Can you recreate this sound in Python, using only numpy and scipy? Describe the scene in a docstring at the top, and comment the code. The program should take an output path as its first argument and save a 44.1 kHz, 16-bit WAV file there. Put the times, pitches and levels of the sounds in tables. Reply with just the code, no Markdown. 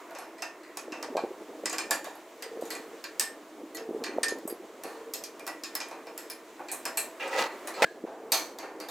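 """Sharp steel clicks close to the microphone: a spanner meets nuts and bolts in a small plate held in a vice.
Plate, saw blade and spanner ring briefly, and the workshop answers with a short tail. Seven seconds in,
something is dragged over the bench; then a short loud rattle ends abruptly at 7.85 s with a low thump, and the
background drops. Wind puffs at the stereo microphone, over its hiss and the hum of distant machines."""
import sys
import numpy as np
from scipy import signal
from scipy.fft import rfft, irfft, next_fast_len
from scipy.io import wavfile

SR = 44100
rng = np.random.default_rng(int(sys.argv[2]) if len(sys.argv) > 2 else 0)


def bounce(signal):
    """Save signal as a 16-bit WAV file at the path given by the first command-line argument."""
    frames = np.transpose(np.atleast_2d(signal))
    limited = np.clip(frames, -1, 1)
    pcm = np.round(limited * 32767).astype(np.int16)
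    wavfile.write(sys.argv[1], SR, pcm)


N = 392490

# Spanner contacts: t/s, level/dB, five part gains/dB (as in PART_COLOURS), three favoured f/Hz, decay/s
CONTACTS = [(0.108, -38.5, 0, -13, -17, -20, -18, 1450, 4080, 12400, 0.2),
            (0.1491, -31, -13, -14.5, -14.5, -17, -25.5, 2620, 5280, 6140, 0.48),
            (0.1857, -30, -7.5, -20, -17, -15, -17.5, 1460, 5440, 11100, 0.36),
            (0.382, -41, -19, -9, -7, -8, -17, 1950, 5280, 8240, 0.31),
            (0.4211, -20, -16, -13.5, -15.5, -14.5, -23, 2620, 5270, 6200, 0.26),
            (0.633, -41, -15, -8.5, -15, -18, -23, 1930, 4230, 8120, 0.64),
            (0.771, -20, -15.5, -22, -17, -13, -20, 2474, 5430, 6450, 0.24),
            (0.921, -27, -11.5, -11, -15.5, -18, -32, 2650, 5300, 6250, 0.38),
            (1.0265, -21.5, -12, -16.5, -15.5, -16, -24, 1910, 5280, 6170, 0.21),
            (1.1683, -23, -1.5, -16.5, -13.5, -22.5, -27, 2400, 4120, 7500, 0.24),
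            (1.6561, -12.5, -23.5, -16.5, -15.5, -12, -27, 2010, 5270, 7100, 0.14),
            (1.696, -19.5, -23, -20, -14.5, -8, -25, 1970, 5040, 6700, 0.2),
            (1.728, -19, -15, -14, -14, -12, -18, 1910, 5060, 7350, 0.23),
            (1.7825, -14, -22, -18, -16, -16.5, -27, 2400, 5270, 7200, 0.28),
            (1.9079, -7.5, -18, -20, -17.5, -11.5, -16.5, 1700, 4700, 7100, 0.24),
            (2.043, -27.5, -9, -14.5, -14, -13, -14, 1710, 3650, 7060, 0.38),
            (2.152, -39, 0.5, -23, -19, -18, -12, 1430, 4450, 11300, 0.19),
            (2.423, -23, -19, -14, -11, -13, -16, 1934, 4830, 8400, 0.2),
            (2.61, -38, -2.5, -27, -15, -4, -9, 2150, 3860, 12000, 0.63),
            (2.6527, -35, -16, -24, -15, -10, -12, 1430, 3640, 6800, 0.42),
            (2.7035, -24.5, -17, -13.5, -9.5, -8.5, -9, 1950, 4240, 7780, 0.34),
            (2.7507, -25.5, -15, -11, -24, -8, -24, 1975, 4140, 6670, 0.13),
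            (3.04, -21, -26, -14, -12.5, -19.5, -22, 1600, 4300, 6800, 0.18),
            (3.1958, -6, -33, -23.5, -17.5, -12, -16, 1800, 5270, 8330, 0.24),
            (3.7472, -27, -27, -21, -14.5, -10, -8, 1950, 4310, 6670, 0.18),
            (3.7695, -24.5, -16, -16, -14.5, -22, -27, 1890, 5240, 6600, 0.25),
            (4.0384, -18, -20, -16, -10.5, -18, -24, 1920, 4370, 6700, 0.15),
            (4.0639, -26, -16, -10.5, -16, -18, -32, 1950, 4260, 6200, 0.37),
            (4.2311, -9, -27, -15, -12.5, -9.5, -22, 1777, 4950, 8650, 0.13),
            (4.2828, -15.5, -23, -20.5, -13.5, -12, -24, 1810, 5100, 6570, 0.19),
            (4.3853, -37, -25, -23, -20, -17, -19, 1830, 5000, 6940, 0.19),
            (4.4757, -24, -15, -25, -28, -6, -5, 2000, 5000, 12500, 0.09),
            (4.497, -31, -24, -12, -14, -9, 2, 1900, 4800, 11300, 0.1),
            (4.8354, -25, -14.5, -19.5, -19, -15.5, -18, 1810, 4300, 9440, 0.7),
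            (5.1363, -16.5, -36, -27, -15.5, -10.5, -15.5, 2580, 5270, 12700, 0.26),
            (5.2374, -22.5, -37, -25, -13, -10.5, -14, 2470, 5600, 6300, 0.2),
            (5.3943, -31.5, -14, -18.5, -20, -18, -24, 2400, 5400, 9300, 0.31),
            (5.466, -22.5, -10, -20, -17, -19, -14, 1370, 5270, 9500, 0.19),
            (5.475, -21.5, -15, -15.5, -17, -14, -16, 1940, 5270, 9290, 0.26),
            (5.6354, -21, -29, -18.5, -10, -12, -18, 2500, 5280, 7040, 0.24),
            (5.7516, -13, -26, -23, -18.5, -16, -12, 1904, 5280, 9900, 0.16),
            (5.8022, -21.5, -18, -15, -11, -11.5, -35, 2410, 5270, 6400, 0.27),
            (5.8844, -36, -17, -22, -28, -11, -14, 2470, 4830, 6860, 0.23),
            (5.9108, -34, 0.5, -11, -13, -16, -21, 2440, 4100, 6090, 0.28),
            (6.0684, -35.5, -4.5, -12, -13, -20, -21, 2400, 5270, 7590, 0.27),
            (6.1766, -20.5, -26.5, -23, -21, -16, -15, 1900, 5230, 7700, 0.33),
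            (6.2993, -23.5, -22, -18, -12.5, -12.5, -8, 2380, 5300, 10000, 0.2),
            (6.593, -40.5, 6.5, -7.5, -25, -21, -23, 1430, 3950, 9970, 0.32),
            (6.6844, -29.5, -26, -9.5, -10, -12, -21, 2400, 4300, 7400, 0.22),
            (6.715, -19.5, -15, -21.5, -22, -2, -10, 2400, 4000, 14200, 0.3),
            (6.8531, -15.5, -17, -16, -18.5, -15, -18, 1850, 5270, 7400, 0.26),
            (6.9718, -13, -22, -19.5, -17, -5.5, -7, 2620, 4130, 7750, 0.26),
            (7.2776, -31, -13, -7, -19, -9, -18, 1600, 5280, 8260, 0.17),
            (7.3294, -33, -16, 1, -17, -21, -24, 1970, 4610, 8820, 0.63),
            (7.4078, -24.5, -6.5, -10, -13.5, -22, -19, 1960, 4200, 7980, 0.44),
            (7.6722, -23.5, -10.5, -13, -13, -5.5, -8, 1920, 3960, 9970, 0.18),
            (7.7406, -32, -26, -12, -10, -14, -19, 1900, 4240, 7810, 0.67),
            (8.0631, -43.5, 5.5, -9.5, -16, -22, -30, 1560, 3770, 6380, 0.67),
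            (8.3192, -7.5, -17.5, -20.5, -10, -9.5, -9.5, 2270, 4350, 6160, 0.34),
            (8.5856, -25, -15, -19, -15.5, -17.5, -20, 2040, 4530, 6350, 0.38),
            (8.6278, -36.5, 2.5, -8.5, -17, -21, -26, 1640, 4250, 6550, 0.39),
            (8.8006, -27.5, -12, -15.5, -13.5, -15, -17, 2060, 4470, 9780, 0.36),
            (8.8857, -29.5, -8, -20, -6, -13, -6, 1630, 3660, 6900, 0.31)]
# Modes of plate, blade and spanner: f/Hz, level/dB, t60/s
STEEL_MODES = [(1125, -5, .7), (1350, -9, .7), (1600, -9, .6), (1809, 0, .9), (1950, 0, .6), (2401, 0, .8),
               (2650, -3, .6), (3050, -14, .4), (3741, -10, .4), (4250, -5, .4), (4527, -7, .4),
               (4800, -7, .4), (5270, -7, .4), (5600, -10, .3), (5954, -11, .3), (6450, -9, .35),
               (6700, -8, .35), (7220, -10, .3), (7779, -9, .3), (8000, -7, .4), (8600, -9, .4),
               (9300, -10, .3), (9636, -8, .5), (9970, -8, .4), (11280, -5, .45), (11910, -12, .3),
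               (12700, -10, .3), (13130, -9, .3), (14100, -7, .35), (15300, -8, .3)]
# One list each for vice knock, plate, shank, jaws and top fizz: f/Hz, level/dB
PART_COLOURS = [
    [(300, -14.5), (800, 3.5)],
    [(1800, 2), (2700, -0.5)],
    [(3300, -6.5), (4800, 4.5)],
    [(8000, 0)],
    [(13000, 1.5), (16000, -14)],
]
# Spectrum of the steel's wash of small modes, and the crack's added brightness: f/Hz, level/dB
WASH_COLOUR = [(500, 14.5), (2000, 6.5), (3200, 8.5), (5000, -5.5), (8300, -3.5), (9200, -11.5),
               (11000, -10), (15000, -3)]
CRACK_COLOUR = [(1000, -4), (5000, 12.5), (9000, 15), (16000, 17)]
# Workshop reverberation: f/Hz, t60/s
ROOM_DECAY = [(500, 0.48), (3000, 0.17), (12000, 0.12)]
# Drag strokes: start t/s, loudest t/s, end t/s, start level/dB, peak level/dB, mid/dB, treble/dB
DRAG_STROKES = [(7.196, 7.222, 7.27, -46.5, -41, 4.5, -5.5), (7.219, 7.268, 7.34, -42, -36, -6, -13.5),
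                (7.304, 7.396, 7.48, -42.5, -25.5, -9, -7), (7.763, 7.817, 7.825, -43, -32, -17, -12)]
# Bench resonances: f/Hz, width/Hz, level/dB
BENCH_MODES = [(540, 60, 0), (780, 60, -3), (900, 90, -3), (1277, 22, 5), (1650, 60, -4), (1970, 80, -2),
               (2400, 150, -3), (2700, 120, -5)]
# Spectrum of the short loud rattle: f/Hz, level/dB
RATTLE_COLOUR = [(30, -14), (80, -12), (150, -22), (372, -12), (529, -1), (896, -3), (1150, -11),
                 (1300, -4), (1630, -10), (1810, -4), (2700, -9), (3060, -16), (7170, -24), (16000, -37)]
# Single puffs on the microphone: t/s, level/dB, f/Hz
WIND_PUFFS = [(0.154, -40, 583), (0.863, -39, 342), (0.881, -29, 465), (0.906, -37, 340), (0.923, -30, 307),
              (1.083, -36, 607), (1.097, -34, 270), (1.122, -35, 400), (1.151, -21, 536), (1.156, -17, 524),
              (1.168, -17.5, 542), (1.178, -18, 713), (1.192, -21, 730), (1.237, -19, 360),
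              (1.246, -20.5, 450), (1.302, -36, 365), (1.637, -24, 495), (1.903, -29, 650),
              (2.068, -33, 637), (2.459, -35, 460), (2.512, -34, 453), (2.573, -29, 436), (2.592, -32, 460),
              (2.624, -20, 520), (2.635, -29, 313), (3.633, -32, 295), (3.89, -21.5, 355),
              (3.909, -23, 350), (3.947, -23.5, 383), (3.963, -27, 420), (4.02, -24, 396), (4.09, -32, 369),
              (4.164, -26, 353), (4.184, -14, 546), (4.322, -21, 410), (4.453, -24, 296), (4.477, -32, 626),
              (4.505, -31, 428), (4.525, -26, 350), (4.595, -37, 353), (4.853, -27, 395),
              (7.671, -41.5, 332), (8.039, -22.5, 310), (8.049, -25, 422)]
# Strength of the buffeting: t/s, level/dB
WIND_LEVEL = [(0, -56), (.77, -53), (1.06, -47.5), (1.91, -45), (2.25, -57), (2.63, -47.5), (3, -50),
              (3.74, -50), (3.94, -40), (4.39, -44), (4.51, -49.5), (4.98, -48.5), (5.3, -52.5),
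              (6.32, -52.5), (6.79, -50.5), (7.36, -51), (7.81, -48), (8.9, -45)]
# Spectrum of the buffeting: f/Hz, level/dB
WIND_COLOUR = [(60, -9), (150, -16.5), (250, -4.5), (330, -3.5), (450, -0.5), (650, -9), (900, -13.5),
               (1400, -24.5), (2500, -47)]
# Background of the workshop: t/s, hum level/dB, hiss level/dB
BACKGROUND_LEVELS = [(0, -48.5, -58), (.42, -52.5, -62.5), (1.7, -52.5, -58), (2.3, -54, -59.5),
                     (2.8, -50, -57), (3.64, -56, -60.5), (5.85, -51.5, -59.5), (6.67, -54, -59),
                     (7.75, -45, -54.5), (7.9, -57, -63.5), (8.9, -51.5, -62)]
# Wavering machine tones: f/Hz, width/Hz, level/dB
MACHINE_TONES = [(315, 27, -54), (658, 3.6, -62.5)]
# A hum near 450 Hz that comes and goes: t/s, level/dB, length/s
HUM_SWELLS = [(1.203, -44, 0.16), (2.635, -45, 0.47), (3.867, -45.5, 0.19), (4.313, -56, 0.49),
              (5.003, -46.5, 0.27), (6, -55, 1), (8.25, -52, 0.33)]
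# Spectra of the machine hum, the microphone's hiss and its airy top: f/Hz, level/dB
HUM_COLOUR = [(30, -26), (100, -22), (200, -34), (325, 5), (450, -6), (650, 1.5), (800, -10), (1000, -1.5),
              (1500, -9.5), (2200, -10.5), (3000, -27), (5000, -89)]
HISS_COLOUR = [(1500, 2.5), (2800, 4.5), (3700, 2.5), (5000, -1), (7000, 1), (8200, -2), (9500, -36),
               (12000, -35)]
AIR_COLOUR = [(6000, -32), (9000, 1), (11000, -2.5), (13000, -2.5), (15500, 0), (16000, -20), (16600, -30)]
# Likeness of the microphone's two ports: f/Hz, correlation
PORT_LIKENESS = [(100, 0.81), (250, 1), (500, 1), (1000, 0.99), (2000, 0.91), (5000, 0.71), (8000, 0.83),
                 (12000, 0.36)]
# Left port over right: f/Hz, level/dB
PORT_BALANCE = [(60, 3), (140, -4), (240, -0.5), (950, -0.5), (3770, -1.0), (15000, -0.5)]


def steel_modes(t, split_hz=30, side_db=-6):
    """Each mode is a close triplet that beats; gives the centre pitches and the decaying waves."""
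    hz, mode_db, t60 = np.repeat(STEEL_MODES, 3, axis=0).T[:, :, None]
    offsets = np.tile([-1, 0, .8], len(STEEL_MODES))[:, None]
    triplet_db = np.tile([side_db, 0, side_db], len(STEEL_MODES))[:, None]
    split = hz + split_hz * (hz / 2000) ** .5 * offsets
    waves = amp(mode_db + triplet_db - 60 * t / t60) * np.exp(2j * np.pi * split * t)
    return hz[:, 0], np.concatenate([waves.real, waves.imag])


def spanner(crack_db=-4, wash_db=-4, thump_db=-40, favour_db=9, scatter_db=4, rise_s=0.0025):
    """Close up, each contact cracks, rings the steel's modes and leaves a wash of countless small ones."""
    out, t = np.zeros((2, N)), np.arange(12000) / SR
    hz, modes = steel_modes(t)
    fade = np.clip((t[-1] - t) / .05, 0, 1)
    crack_shape = amp(crack_db - 60 * t[:400] / 0.014) * np.clip(t[:400] / 0.0018, 0, 1)
    for s, db, *row, decay_s in CONTACTS:
        parts_db, favoured = row[:5], row[5:]  # the struck spot favours a few modes
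        tone = coloured([(f, g + gain) for part, gain in zip(PART_COLOURS, parts_db) for f, g in part])
        scatter = scatter_db * np.repeat(rng.standard_normal(len(STEEL_MODES)), 3)
        strength = amp(favour_db * nearness(hz, favoured, .025) + scatter)
        phase = 2 * np.pi * rng.random((2, len(hz)))
        ring = np.hstack([strength * np.cos(phase), strength * np.sin(phase)]) @ modes / 5
        wash_gain = lambda f: amp(along(WASH_COLOUR, f) + favour_db * nearness(f + 1, favoured, .063))
        grit = amp(0.5 * np.interp(t, np.arange(100) * 0.0043, rng.standard_normal(100)))  # loose parts
        wash = filtered(grit * rng.standard_normal((2, len(t))), wash_gain) * amp(-15 * t / decay_s)
        grip = fade * amp(-40 * t / decay_s) * (1 - np.exp(-t / rise_s))  # hand and jaws damp the steel
        sound = spread(grip * (ring + amp(wash_db) * wash), tone)
        crack = crack_shape * rng.standard_normal(400)
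        crack_gain = lambda f: tone(f) * wash_gain(f) ** 0.68 * amp(along(CRACK_COLOUR, f))
        sound[:, :400] += unit(filtered(crack, crack_gain)) * np.std(crack)
        sound[:, :200] += amp(thump_db) * np.hanning(200)  # a faint low thump under each click
        add(out, s, amp(db) * sound)
    return out


def bench_response(f):
    """The bench's resonances stand on a flat floor that falls away in the bass."""
    modes = sum(amp(db) * f * width / (hz * hz - f * f + 1j * f * width) for hz, width, db in BENCH_MODES)
    return amp(-23) / (1 + (350 / (f + 1)) ** 4) + abs(modes)


def drag(fade_db_per_s=158):
    """Rough rubbing excites the bench's resonances and a broad hiss; each stroke swells, then fades."""
    out = np.zeros((2, N))
    body_gain = lambda f: bench_response(f) / (1 + (f / 1500) ** 8)
    mid_gain = lambda f: bench_response(f) / (1 + (1500 / (f + 1)) ** 8) / (1 + (f / 3000) ** 6)
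    treble_gain = coloured([(2500, -6.5), (3600, -2.5), (7000, -9), (9000, -17), (16000, -23)])
    for start, loudest, end, start_db, peak_db, mid_db, treble_db in DRAG_STROKES:
        t = np.arange(round((end - start) * SR)) / SR
        db = np.interp(t, [0, loudest - start], [start_db, peak_db])
        db -= fade_db_per_s * np.maximum(t + start - loudest, 0)
        gate = np.clip(t / 0.003, 0, 1) * np.clip((end - start - t) / 0.008, 0, 1)
        body = rush(body_gain, 0.67, 58, len(t))
        mid = amp(mid_db) * rush(mid_gain, 1.8, 192, len(t))
        treble = amp(treble_db) * rush(treble_gain, 2.3, 307, len(t))
        add(out, start, gate * amp(db) * (body + mid + treble))
    return out


def rattle(start=7.8212, end=7.8493, rattle_db=-14.5, fall_db=7.2, thump_db=-19.5, ring_db=-40.5):
    """A short loud rattle that stops abruptly, with a low thump at its end; one faint pitch rings on."""
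    out, t = np.zeros((2, N)), np.arange(round((end - start) * SR)) / SR
    gate = np.clip(t / 0.00026, 0, 1) * np.clip((end - start - t) / 0.00015, 0, 1)
    burst = rush(coloured(RATTLE_COLOUR), 2.5, 600, len(t))
    add(out, start, gate * amp(rattle_db - fall_db * t / (end - start)) * burst)
    add(out, end - .004, amp(thump_db) * np.tile(np.hanning(300), (2, 1)))
    t = np.arange(SR // 6) / SR
    mode = coloured([(1200, -62), (1500, -20), (1620, 5), (1700, 9), (1850, -36), (2300, -70)])
    add(out, end, amp(ring_db - 60 * t / 0.27) * rush(mode, size=len(t)))
    return out


def wind():
    """Air right on the microphone: lumpy buffeting, and single puffs a few cycles long."""
    db, = curves(WIND_LEVEL)
    out = amp(db) * rush(coloured(WIND_COLOUR), 3, 60)
    t = np.arange(SR // 40) / SR
    for s, puff_db, hz in WIND_PUFFS:
        rise_cycles = np.clip(0.95 - 0.39 * (puff_db + 30), .7, 3)  # harder puffs rise faster
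        age = t * hz / rise_cycles
        puff = (age * np.exp(1 - age)) ** 2 * np.sin(2 * np.pi * hz * t) * rng.choice([-1, 1])
        push = age * np.exp(-age)
        puff -= np.sum(puff) * push / np.sum(push)  # no net push is left
        add(out, s, amp(puff_db) * np.array([puff, puff]))
    return out


def room(x):
    """The workshop answers the steel; the treble dies first."""
    hz, t, noise = signal.stft(rng.standard_normal((2, SR // 2)), SR, nperseg=256)
    decay = amp(-60 * t / along(ROOM_DECAY, hz)[:, None])
    tail = signal.istft(noise * decay, SR, nperseg=256)[1]
    tail = spread(tail, lambda f: f > 0)
    return signal.fftconvolve(x.mean(0)[None], tail / np.linalg.norm(tail[0]), axes=1)[:, :N]


def machines_and_hiss(air_db=-8):
    """Distant machines hum and waver; the microphone adds its own hiss."""
    t = np.arange(N) / SR
    hum_db, hiss_db = curves(BACKGROUND_LEVELS)
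    hum = amp(hum_db) * rush(coloured(HUM_COLOUR), 0.97, 42)
    hiss = rush(coloured(HISS_COLOUR), 0.98, 30)
    air = amp(air_db) * rush(coloured(AIR_COLOUR), 0.28, 5.6)
    tone = lambda hz, width, flutter_db: rush(lambda f: 1 / (1 + ((f - hz) / width) ** 2), flutter_db, 3.29)
    drone = sum(amp(db) * tone(hz, width, 4.5) for hz, width, db in MACHINE_TONES)
    swell = sum(amp(db) * np.exp(-(2 * (t - s) / length) ** 2) for s, db, length in HUM_SWELLS)
    return hum + drone + swell * tone(456, 18, 0.88) + amp(hiss_db) * (hiss + air)


def amp(db):
    return 10 ** (np.asarray(db) / 20)


def unit(x):
    return x / np.sqrt(np.mean(x ** 2) + 1e-20)


def along(points, hz):
    """Reads (f/Hz, value) points on a log axis."""
    f, v = np.transpose(points)
    return np.interp(np.log(hz + 1), np.log(f + 1), v)


def coloured(spectrum):
    return lambda hz: amp(along(spectrum, hz))


def nearness(hz, pitches, width):
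    """1 at any of the pitches, falling to 0 away from them."""
    return np.minimum(1, sum(np.exp(-(np.log(hz / f) / width) ** 2) for f in pitches))


def curves(rows):
    """One value per sample for each column after the time."""
    s, *cols = np.transpose(rows)
    return [np.interp(np.arange(N) / SR, s, c) for c in cols]


def filtered(x, response):
    """Weights the spectrum of x by a response of frequency."""
    n = x.shape[-1]
    m = next_fast_len(n + 4096)
    return irfft(rfft(x, m) * response(np.fft.rfftfreq(m, 1 / SR)), m)[..., :n]


def spread(pair, gain):
    """Two unrelated signals, filtered and mixed to be as alike as the two ports hear them."""
    turn = lambda hz: np.arccos(along(PORT_LIKENESS, hz)) / 2
    mid, side = filtered(pair, lambda hz: gain(hz) * [np.cos(turn(hz)), np.sin(turn(hz))])
    return np.array([mid + side, mid - side])


def rush(gain, flutter_db=0, rate=30, size=N):
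    """Stereo noise of rms 1 whose level flutters, rate turns a second."""
    flutter = np.interp(np.arange(size) * rate / SR, np.arange(4096), rng.standard_normal(4096))
    return unit(amp(flutter_db * flutter) * spread(rng.standard_normal((2, size)), gain))


def add(out, s, sound):
    """Lays a stereo sound into out at time s."""
    part = out[:, round(s * SR):][:, :sound.shape[1]]
    part += sound[:, :part.shape[1]]


def scene(room_db=-8.5):
    """The workshop as heard from the bench; only the steel feeds the room."""
    steel = spanner()
    return steel + amp(room_db) * room(steel) + drag() + rattle() + wind() + machines_and_hiss()


def record(dry, bass_hz=200, top_hz=17000):
    """The microphone thins the bass and cuts the very top; its left port is mostly a little weaker."""
    bass_cut = lambda hz: amp(-25) + 1 / (1 + (bass_hz / (hz + 1)) ** 4)
    balance = lambda hz: amp(np.array([[.5], [-.5]]) * along(PORT_BALANCE, hz))
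    return filtered(dry, lambda hz: bass_cut(hz) * balance(hz) * (hz < top_hz))


dry = scene()
out = record(dry)
bounce(out)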